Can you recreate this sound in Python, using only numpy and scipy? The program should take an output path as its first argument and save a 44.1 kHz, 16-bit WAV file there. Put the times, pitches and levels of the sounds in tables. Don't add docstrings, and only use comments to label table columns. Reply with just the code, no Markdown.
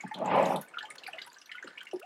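import sys
import numpy as np
from scipy import signal
from scipy.fft import rfft, irfft
from scipy.io import wavfile
from scipy.ndimage import uniform_filter1d

SR = 44100
rng = np.random.default_rng(int(sys.argv[2]) if len(sys.argv) > 2 else 0)


def convert_level_to_amplitude(level_db):
    exponent = np.asarray(level_db, float) / 20
    return 10 ** exponent


def digitize_waveform(pressure):
    field = np.atleast_2d(pressure).T
    bounded = np.clip(field, -1, 1)
    quanta = np.round(bounded * 32767).astype(np.int16)
    wavfile.write(sys.argv[1], SR, quanta)


N = 90404

# (frequency [Hz], level [dB per Hz])
AIR_SPECTRUM = [(30, 20), (110, -5.5), (400, 1.5), (2000, -6.5), (7000, -9.5), (13000, -20.5), (15600, -25),
                (16100, -48)]
AIR_DB, AIR_SIDE_DB = -68, -8.5
SETTLE_S, SETTLE_END_S, SETTLE_DB = 0.54, 1.206, -62
WALL_S, WALL_DB = 0.0068, -15
SHED_DB, SHED_T60_S, SHED_SIDE_GAIN = -6.5, 0.14, 0.24

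# (frequency [Hz], level [dB per Hz])
TRICKLE_SPECTRUM = [(35, -78), (60, -39), (189, -0.5), (924, -2), (1620, 2.5), (4220, -16.5), (9790, -31.5),
                    (16000, -49.5)]
# (time [s], level [dB])
FLOW = [
    (0, -51.5),
    (.7, -57.5),
    (.95, -53),
    (1.3, -56),
    (1.45, -60),
    (1.75, -53.5),
    (2.05, -66),
]
HISS_DB, PATCH_DB, FLICKER_DB, FLICKER_HZ = -5, 2, 7.5, 7640
BEADS_PER_S, BEADS_DB, BEAD_SPREAD_DB = 400, -6, 2.5

# (frequency [Hz], level [dB per Hz])
CRACKLE_SPECTRUM = [(2500, 8.5), (5000, 2), (9000, -5.5), (15500, -17)]
CRACKLE_DB, CRACKLE_T60_S, CRACKLE_SHARE = -33.5, 0.078, 0.67

# (time [s], peak [dB], centre [Hz])
TICKS = [(.008, -37.5, 6930), (0.078, -45, 8340), (0.258, -36, 7270), (0.359, -46.5, 9250),
         (0.428, -38.5, 7600), (.458, -39, 6700), (0.491, -43, 9500), (0.559, -41, 8500),
         (0.56, -41, 10900), (0.612, -35.5, 10050), (0.612, -35.5, 13000), (0.618, -40, 6450),
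         (.62, -53, 15000), (0.684, -44.5, 8470), (0.902, -38.5, 9100), (0.905, -52, 13500),
         (1.081, -63, 14400), (1.225, -61, 12000), (0.996, -54, 4400), (0.981, -44, 6600),
         (1.078, -45, 8700), (1.075, -39, 10830), (1.264, -41.5, 10550), (1.329, -45, 7020),
         (1.384, -43, 5880), (1.626, -43.5, 6600), (1.935, -47.5, 10250), (1.912, -48.5, 5550),
         (1.959, -44, 5200)]
TICK_T60_S, TICK_RISE_S, TICK_WIDTH, TICK_GRIT = 0.021, 0.003, 0.27, 0.45
# (time [s], peak [dB], pitch [Hz])
PIPS = [(0.818, -64, 7370), (0.828, -54, 7300), (.857, -64, 7190), (.903, -70, 13600), (0.911, -53, 7400),
        (1.038, -73, 7250), (1.04, -72, 10500), (1.129, -60, 7980), (1.224, -59, 7730), (1.245, -56, 7720),
        (1.301, -52.5, 4600), (1.329, -64.5, 12500), (1.369, -61, 7710), (1.41, -68, 10500),
        (1.459, -53.5, 5820), (1.46, -62, 12800), (1.474, -65, 9200), (1.517, -60, 7600),
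        (1.523, -64, 9970), (1.556, -71, 12600), (1.643, -53, 7220), (1.675, -57, 8250), (1.811, -66, 7900),
        (1.871, -63, 6780)]
PIP_T60_S, PIP_SPREAD = 0.0095, 0.042
# (time [s], peak [dB], pitch [Hz])
THUDS = [
    (0.039, -37, 207),
    (1.645, -49.5, 265),
    (1.669, -52.5, 420),
    (1.933, -44, 608),
]
THUD_T60_S, THUD_RISE_S = 0.14, 0.0012

# (time [s], peak [dB], pitch [Hz], ring t60 [s])
GLUGS = [(0.039, -34.5, 787, 0.016), (0.113, -37.5, 859, 0.11), (0.2, -31.5, 595, 0.069),
         (0.213, -27.5, 647.5, 0.081), (0.832, -44, 840, 0.12), (0.845, -44, 876, 0.049),
         (1.084, -41, 760, 0.028), (1.137, -44.5, 640, 0.11), (1.166, -45.5, 668, 0.019),
         (1.27, -47.5, 940, 0.12), (1.647, -42, 425, 0.012)]
# (time [s], peak [dB], pitch [Hz], ring t60 [s])
PLINKS = [(0.0044, -39, 2210, 0.018), (0.0637, -45.5, 1720, 0.041), (0.1133, -35.5, 1870, 0.015),
          (0.7379, -40.5, 1383, 0.22), (0.7713, -29, 1382, 0.057), (0.8085, -38, 1720, 0.022),
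          (0.828, -38, 1675, 0.039), (0.8948, -50.5, 1220, 0.2), (0.9079, -36, 2090, 0.0078),
          (1.0657, -34.5, 2370, 0.016), (1.0792, -36.5, 1550, 0.011), (1.1845, -33.5, 2046, 0.011),
          (1.3626, -47.5, 1563, 0.076), (1.495, -40, 2270, 0.0074), (1.517, -35, 1970, 0.0094),
          (1.5476, -41, 1430, 0.13), (1.5826, -37.5, 2140, 0.016), (1.6271, -35.5, 1570, 0.025),
          (1.6756, -36.5, 1503, 0.0076), (1.7757, -39.5, 2276, 0.057), (1.219, -45, 1590, 0.023),
          (1.737, -58.5, 1650, 0.026), (0.629, -50.5, 1455, 0.12), (1.812, -41.5, 1545, 0.03),
          (1.8697, -40.5, 2125, 0.013), (2.0156, -49.5, 1423, 0.029)]
# (time [s], peak [dB], pitch [Hz])
PINGS = [(0.741, -47.5, 2576), (0.786, -33.5, 3020), (0.854, -44, 3130), (1.036, -38, 2750),
         (1.1325, -36, 2720), (1.1853, -43, 2906), (1.417, -52, 2743), (1.517, -38.5, 3070),
         (1.5543, -42, 2990), (1.672, -50, 2845), (1.779, -40.5, 2850), (1.807, -39, 3110),
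         (1.8698, -42.5, 2760), (1.913, -47.5, 2825), (2.026, -46.5, 2687)]
# (time [s], peak [dB], pitch [Hz])
SPITS = [(0.145, -32.5, 3420), (0.4549, -37, 3800), (0.5612, -34, 3540), (0.7856, -35.5, 3490),
         (0.828, -44.5, 4150), (0.904, -51, 3870), (0.9838, -39.5, 4320), (1.0375, -44, 4000),
         (1.066, -40, 4630), (1.189, -40.5, 3570), (1.2184, -33.5, 3870), (1.3447, -47.5, 4150),
         (1.4163, -45.5, 5110), (1.46, -49.5, 4070), (1.517, -45.5, 4080), (1.678, -45, 4120)]
PING_T60_S, SPIT_T60_S, SPIT_SPREAD = 0.032, 0.0056, 0.23
RISE_S, RISE_CYCLES, GLIDE_PER_S = 0.0014, 3.5, 1.14
KIN_DB, KIN_T60_S, KIN_SPREAD, KIN_LAG_S = -7, 0.016, 0.13, 0.002993
SPLASH_DB, SPLASH_T60_S, SPLASH_WIDTH = -15.5, 0.078, 0.63

# (time [s], pitch [Hz], level [dB])
GULP = [
    (1.932, 665, -30.5),
    (1.938, 360.5, -28),
    (1.972, 368.5, -38),
    (1.981, 365, -54.5),
    (1.997, 368, -46.5),
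    (2.016, 480, -56),
    (2.043, 740, -42.5),
    (2.05, 770, -56),
]
GULP_THROB = 0.28
# (time [s], peak [dB], pitch [Hz])
BLOPS = [(0.221, -22, 633), (0.277, -20.5, 910), (0.302, -21.5, 770), (0.315, -21, 888),
         (0.353, -11.5, 818), (0.364, -13.5, 682), (0.375, -13, 567), (0.398, -10.5, 597),
         (0.413, -18, 543), (0.424, -11.5, 611), (0.442, -21, 668), (0.462, -18, 602), (0.504, -18, 796),
         (0.571, -32, 634)]
BLOP_DB, BLOP_T60_S = -4.5, 0.02

# (time [s], level [dB])
SLOSH = [
    (.14, -40),
    (.185, -46.5),
    (.22, -34),
    (.255, -37.5),
    (.34, -27),
    (.37, -25),
    (.44, -31),
    (.575, -34.5),
    (.6, -49),
    (.64, -51),
]
# (frequency [Hz], width [Hz], level [dB])
HOLLOW = [(159, 27, -16.5), (191, 61, -13), (333, 37, -5.5), (597, 116, 0), (814, 190, 2.5)]
# (frequency [Hz], level [dB per Hz])
CHURN_SPECTRUM = [(130, -28.5), (420, -11.5), (700, -6.5), (1150, -11), (1400, -27.5)]
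# (frequency [Hz], level [dB per Hz])
FIZZ_SPECTRUM = [(1400, 2.5), (2600, 3), (3300, -8.5), (5200, -25)]
# (time [s], level [dB])
FROTH = [
    (.24, -60.5),
    (.27, -47.5),
    (.3, -45.5),
    (.31, -38),
    (.44, -40.5),
    (.455, -44.5),
    (.55, -48),
    (.59, -74),
]
# (frequency [Hz], level [dB per Hz])
SPRAY_SPECTRUM = [(5000, 14.5), (6500, 7), (13500, 7), (16000, -15)]
SLAPS_PER_S, SLAP_SPREAD_DB, HOLLOW_DB, CHURN_DB = 2500, 3.5, -2.5, -1.5
RUMBLE_SHARE, RUMBLE_DB = 0.32, -30
SWARM_PER_S, SWARM_SPREAD_DB = 4500, 3
SPRAY_S, SPRAY_PEAK_S, SPRAY_END_S, SPRAY_DB = 0.32, 0.54, 0.547, -55


def evened(x):
    return x / np.sqrt(np.mean(x ** 2) + 1e-20)


def read(points, hz):
    f, db = np.transpose(points)
    return np.interp(np.log(hz + 1), np.log(f + 1), db)


def curve(rows):
    s, db = np.transpose(rows)
    return convert_level_to_amplitude(np.interp(np.arange(N) / SR, s, db))


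def add(mix, s, sound):
    part = mix[max(round(s * SR), 0):][:len(sound)]
    part += sound[:len(part)]


def resonate(x, hz, width_hz, order=1):
    turn = np.exp(2j * np.pi * hz * np.arange(len(x)) / SR)
    r = np.exp(-np.pi * width_hz / SR)
    low = x / turn
    for _ in range(order):
        low = signal.lfilter([1 - r], [1, -r], low)
    return 2 * (turn * low).real


def bubble(hz, t60):
    t = np.arange(0, t60 + .02, 1 / SR)
    swell = np.sin(np.pi / 2 * np.minimum(t / (RISE_S + RISE_CYCLES / hz), 1)) ** 2
    ring = swell * convert_level_to_amplitude(-60 * t / t60)
    return ring / ring.max() * np.sin(2 * np.pi * hz * (t + GLIDE_PER_S * t ** 2 / 2))


def swarm(per_s, spread_db, points, cycles, base_s):
    hit = rng.random(N) < per_s / SR
    size = convert_level_to_amplitude(spread_db * np.minimum(rng.exponential(1, N), 3)) * hit
    kind, out = rng.integers(0, 24, N), np.zeros(N)
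    for k, hz in enumerate(np.geomspace(points[0][0], points[-1][0], num=24)):
        grain = bubble(hz, base_s + cycles / hz)
        grain = convert_level_to_amplitude(read(points, hz)) * np.sqrt(hz) * grain / np.linalg.norm(grain)
        out += signal.oaconvolve(size * (kind == k), grain)[:N]
    return evened(out)


def puff(db, hz, width, order, t60, rise_s, power=1, grit=0):
    t = np.arange(4096) / SR
    noise = rng.standard_normal(4096)
    if grit:
        noise *= np.exp(grit * evened(uniform_filter1d(rng.standard_normal(4096), 60)))
    band = evened(resonate(noise, hz, width * hz, order))
    return convert_level_to_amplitude(db - 60 * t / t60) * np.minimum(t / rise_s, 1) ** power * band


def air():
    tone = convert_level_to_amplitude(read(AIR_SPECTRUM, np.fft.rfftfreq(N, 1 / SR)))
    mid, side = irfft(rfft(rng.standard_normal((2, N))) * tone, N)
    return convert_level_to_amplitude(AIR_DB) * (evened(mid) + convert_level_to_amplitude(AIR_SIDE_DB) * np.outer([1, -1], evened(side)))


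def settling():
    t = np.arange(N) / SR
    fade = np.clip(np.minimum(t - SETTLE_S, SETTLE_END_S - t) / 0.097 + 1, 0, 1)
    return convert_level_to_amplitude(SETTLE_DB) * fade * evened(resonate(rng.standard_normal(N), 530, 940, order=2))


def shed(x):
    taps = np.zeros((2, 12000))
    at = np.arange(100, 11900, 20) + rng.integers(0, 20, (2, 590))
    np.put_along_axis(taps, at, rng.choice([-1., 1.], at.shape), 1)
    taps *= convert_level_to_amplitude(-60 * np.arange(12000) / SR / SHED_T60_S)
    taps *= convert_level_to_amplitude(SHED_DB) / np.linalg.norm(taps[0])
    taps[0, round(WALL_S * SR)] += convert_level_to_amplitude(WALL_DB)
    mid, side = signal.fftconvolve(x[None], taps, axes=1)[:, :N]
    side = SHED_SIDE_GAIN * signal.lfilter(*signal.butter(1, 9000, "high", fs=SR), side)
    return np.array([mid + side, mid - side])


def trickle_hiss():
    frames, hz = N // 128 + 5, np.fft.rfftfreq(512, 1 / SR)
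    a, b, patches = rng.standard_normal((3, 257, frames))
    patches = evened(uniform_filter1d(uniform_filter1d(patches, 8, 0), 10, 1))
    flicker = evened(uniform_filter1d(rng.exponential(1, frames) - 1, size=2))
    flicker = FLICKER_DB * flicker * np.sqrt(hz / FLICKER_HZ)[:, None]
    z = (a + 1j * b) * convert_level_to_amplitude(read(TRICKLE_SPECTRUM, hz)[:, None] + PATCH_DB * patches + flicker)
    hiss = evened(signal.istft(z, nperseg=512, noverlap=384)[1][:N])
    return curve(FLOW) * convert_level_to_amplitude(HISS_DB) * hiss


def trickle_beads():
    beads = swarm(BEADS_PER_S, BEAD_SPREAD_DB, TRICKLE_SPECTRUM[3:], 12.6, 0.0054)
    return curve(FLOW) * convert_level_to_amplitude(BEADS_DB) * beads


def crackle():
    kicks, t = np.zeros(N), np.arange(8192) / SR
    for s, db, _ in (*TICKS, *PIPS, *SPITS, *PINGS):
        add(kicks, s, convert_level_to_amplitude(CRACKLE_SHARE * db - 60 * t / CRACKLE_T60_S) ** 2)
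    return convert_level_to_amplitude(CRACKLE_DB) * np.sqrt(kicks) * swarm(9000, 5.6, CRACKLE_SPECTRUM, 14, 0.0021)


def mesh_ticks():
    out = np.zeros(N)
    for s, db, hz in TICKS:
        sound = puff(db, hz, TICK_WIDTH, 4, TICK_T60_S, TICK_RISE_S, power=2, grit=TICK_GRIT)
        add(out, s - TICK_RISE_S / 2, sound)
    return out


def mesh_pips():
    out = np.zeros(N)
    for s, db, hz in PIPS:
        for size, lag in rng.uniform(-1, 1, (3, 2)):
            sound = convert_level_to_amplitude(db) * bubble(hz * (1 + PIP_SPREAD * size), PIP_T60_S)
            add(out, s - RISE_S + KIN_LAG_S * abs(lag), sound)
    return out


def wall_thuds():
    out = np.zeros(N)
    for s, db, hz in THUDS:
        add(out, s, puff(db, hz, 1.35, 4, THUD_T60_S, THUD_RISE_S))
    return out


def drop_splashes():
    out = np.zeros(N)
    for s, db, hz, *_ in (*PLINKS, *SPITS, *PINGS):
        add(out, s, puff(db + SPLASH_DB, hz, SPLASH_WIDTH, 3, SPLASH_T60_S, TICK_RISE_S))
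    return out


def drops():
    rows = [(*row, KIN_SPREAD) for row in (*GLUGS, *PLINKS)]
    rows += [(*row, PING_T60_S, KIN_SPREAD) for row in PINGS]
    rows += [(*row, SPIT_T60_S, SPIT_SPREAD) for row in SPITS]
    out = np.zeros(N)
    for s, db, hz, t60, spread in rows:
        add(out, s - RISE_S - 1 / hz, convert_level_to_amplitude(db) * bubble(hz, t60))
        for size, lag in rng.uniform(-1, 1, (4, 2)):
            sound = convert_level_to_amplitude(db + KIN_DB) * bubble(hz * (1 + spread * size), min(t60, KIN_T60_S))
            add(out, s + KIN_LAG_S * abs(lag), sound)
    return out


def gulp():
    s, hz, db = np.transpose(GULP)
    t, out = np.arange(s[0], s[-1], 1 / SR), np.zeros(N)
    wobble = uniform_filter1d(uniform_filter1d(rng.standard_normal(len(t)), 150), 150)
    throb = np.exp(GULP_THROB * evened(wobble))
    level = np.minimum((t - s[0]) / RISE_S, 1) * throb * convert_level_to_amplitude(np.interp(t, s, db))
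    phase = 2 * np.pi * np.cumsum(np.interp(t, s, hz)) / SR
    add(out, s[0], level * np.sin(phase))
    return out


def blops():
    out = np.zeros(N)
    for s, db, hz in BLOPS:
        add(out, s - 1 / hz, convert_level_to_amplitude(db + BLOP_DB) * bubble(hz, BLOP_T60_S))
    return out


def spray():
    swell = np.interp(np.arange(N) / SR, (SPRAY_S, SPRAY_PEAK_S, SPRAY_END_S), (0, 1, 0))
    return convert_level_to_amplitude(SPRAY_DB) * swell * swarm(SWARM_PER_S, SWARM_SPREAD_DB, SPRAY_SPECTRUM, 42, 0.003)


def slosh():
    t, push = np.arange(N) / SR, rng.standard_normal(N)
    churn = swarm(SLAPS_PER_S, SLAP_SPREAD_DB, CHURN_SPECTRUM, 6.7, 0.01)
    hollow = sum(convert_level_to_amplitude(db) * evened(resonate(push, hz, width_hz, order=2)) for hz, width_hz, db in HOLLOW)
    body = convert_level_to_amplitude(HOLLOW_DB) * evened(hollow) + convert_level_to_amplitude(CHURN_DB) * churn
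    strength = curve(SLOSH)
    rumble = convert_level_to_amplitude(RUMBLE_DB) * evened(resonate(push[::-1], 200, 135, order=3))
    fizz = swarm(SWARM_PER_S, SWARM_SPREAD_DB, FIZZ_SPECTRUM, 31, 0.0059) * curve(FROTH)
    ends = np.clip(np.minimum(t - SLOSH[0][0], SLOSH[-1][0] - t) / 0.046, 0, 1)
    return (body * strength + rumble * strength ** RUMBLE_SHARE + fizz) * ends


def scene():
    background = air() + settling() + trickle_hiss()
    mesh = mesh_ticks() + mesh_pips() + crackle()
    near = trickle_beads() + mesh + wall_thuds() + drop_splashes() + drops() + blops()
    surge = slosh() + spray()
    return background + near + gulp() + surge + shed(near + convert_level_to_amplitude(-3.0) * surge)


def roll_off(x):
    return signal.sosfilt(signal.butter(12, 16500, fs=SR, output="sos"), x)


def record(dry):
    thin = signal.sosfilt(signal.butter(4, 118, "high", fs=SR, output="sos"), dry)
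    lowpass = signal.firwin(511, 16350, window=("kaiser", 9), fs=SR)
    cut = signal.oaconvolve(thin, lowpass[None], "same")
    return roll_off(cut)


dry = scene()
out = record(dry)
digitize_waveform(out)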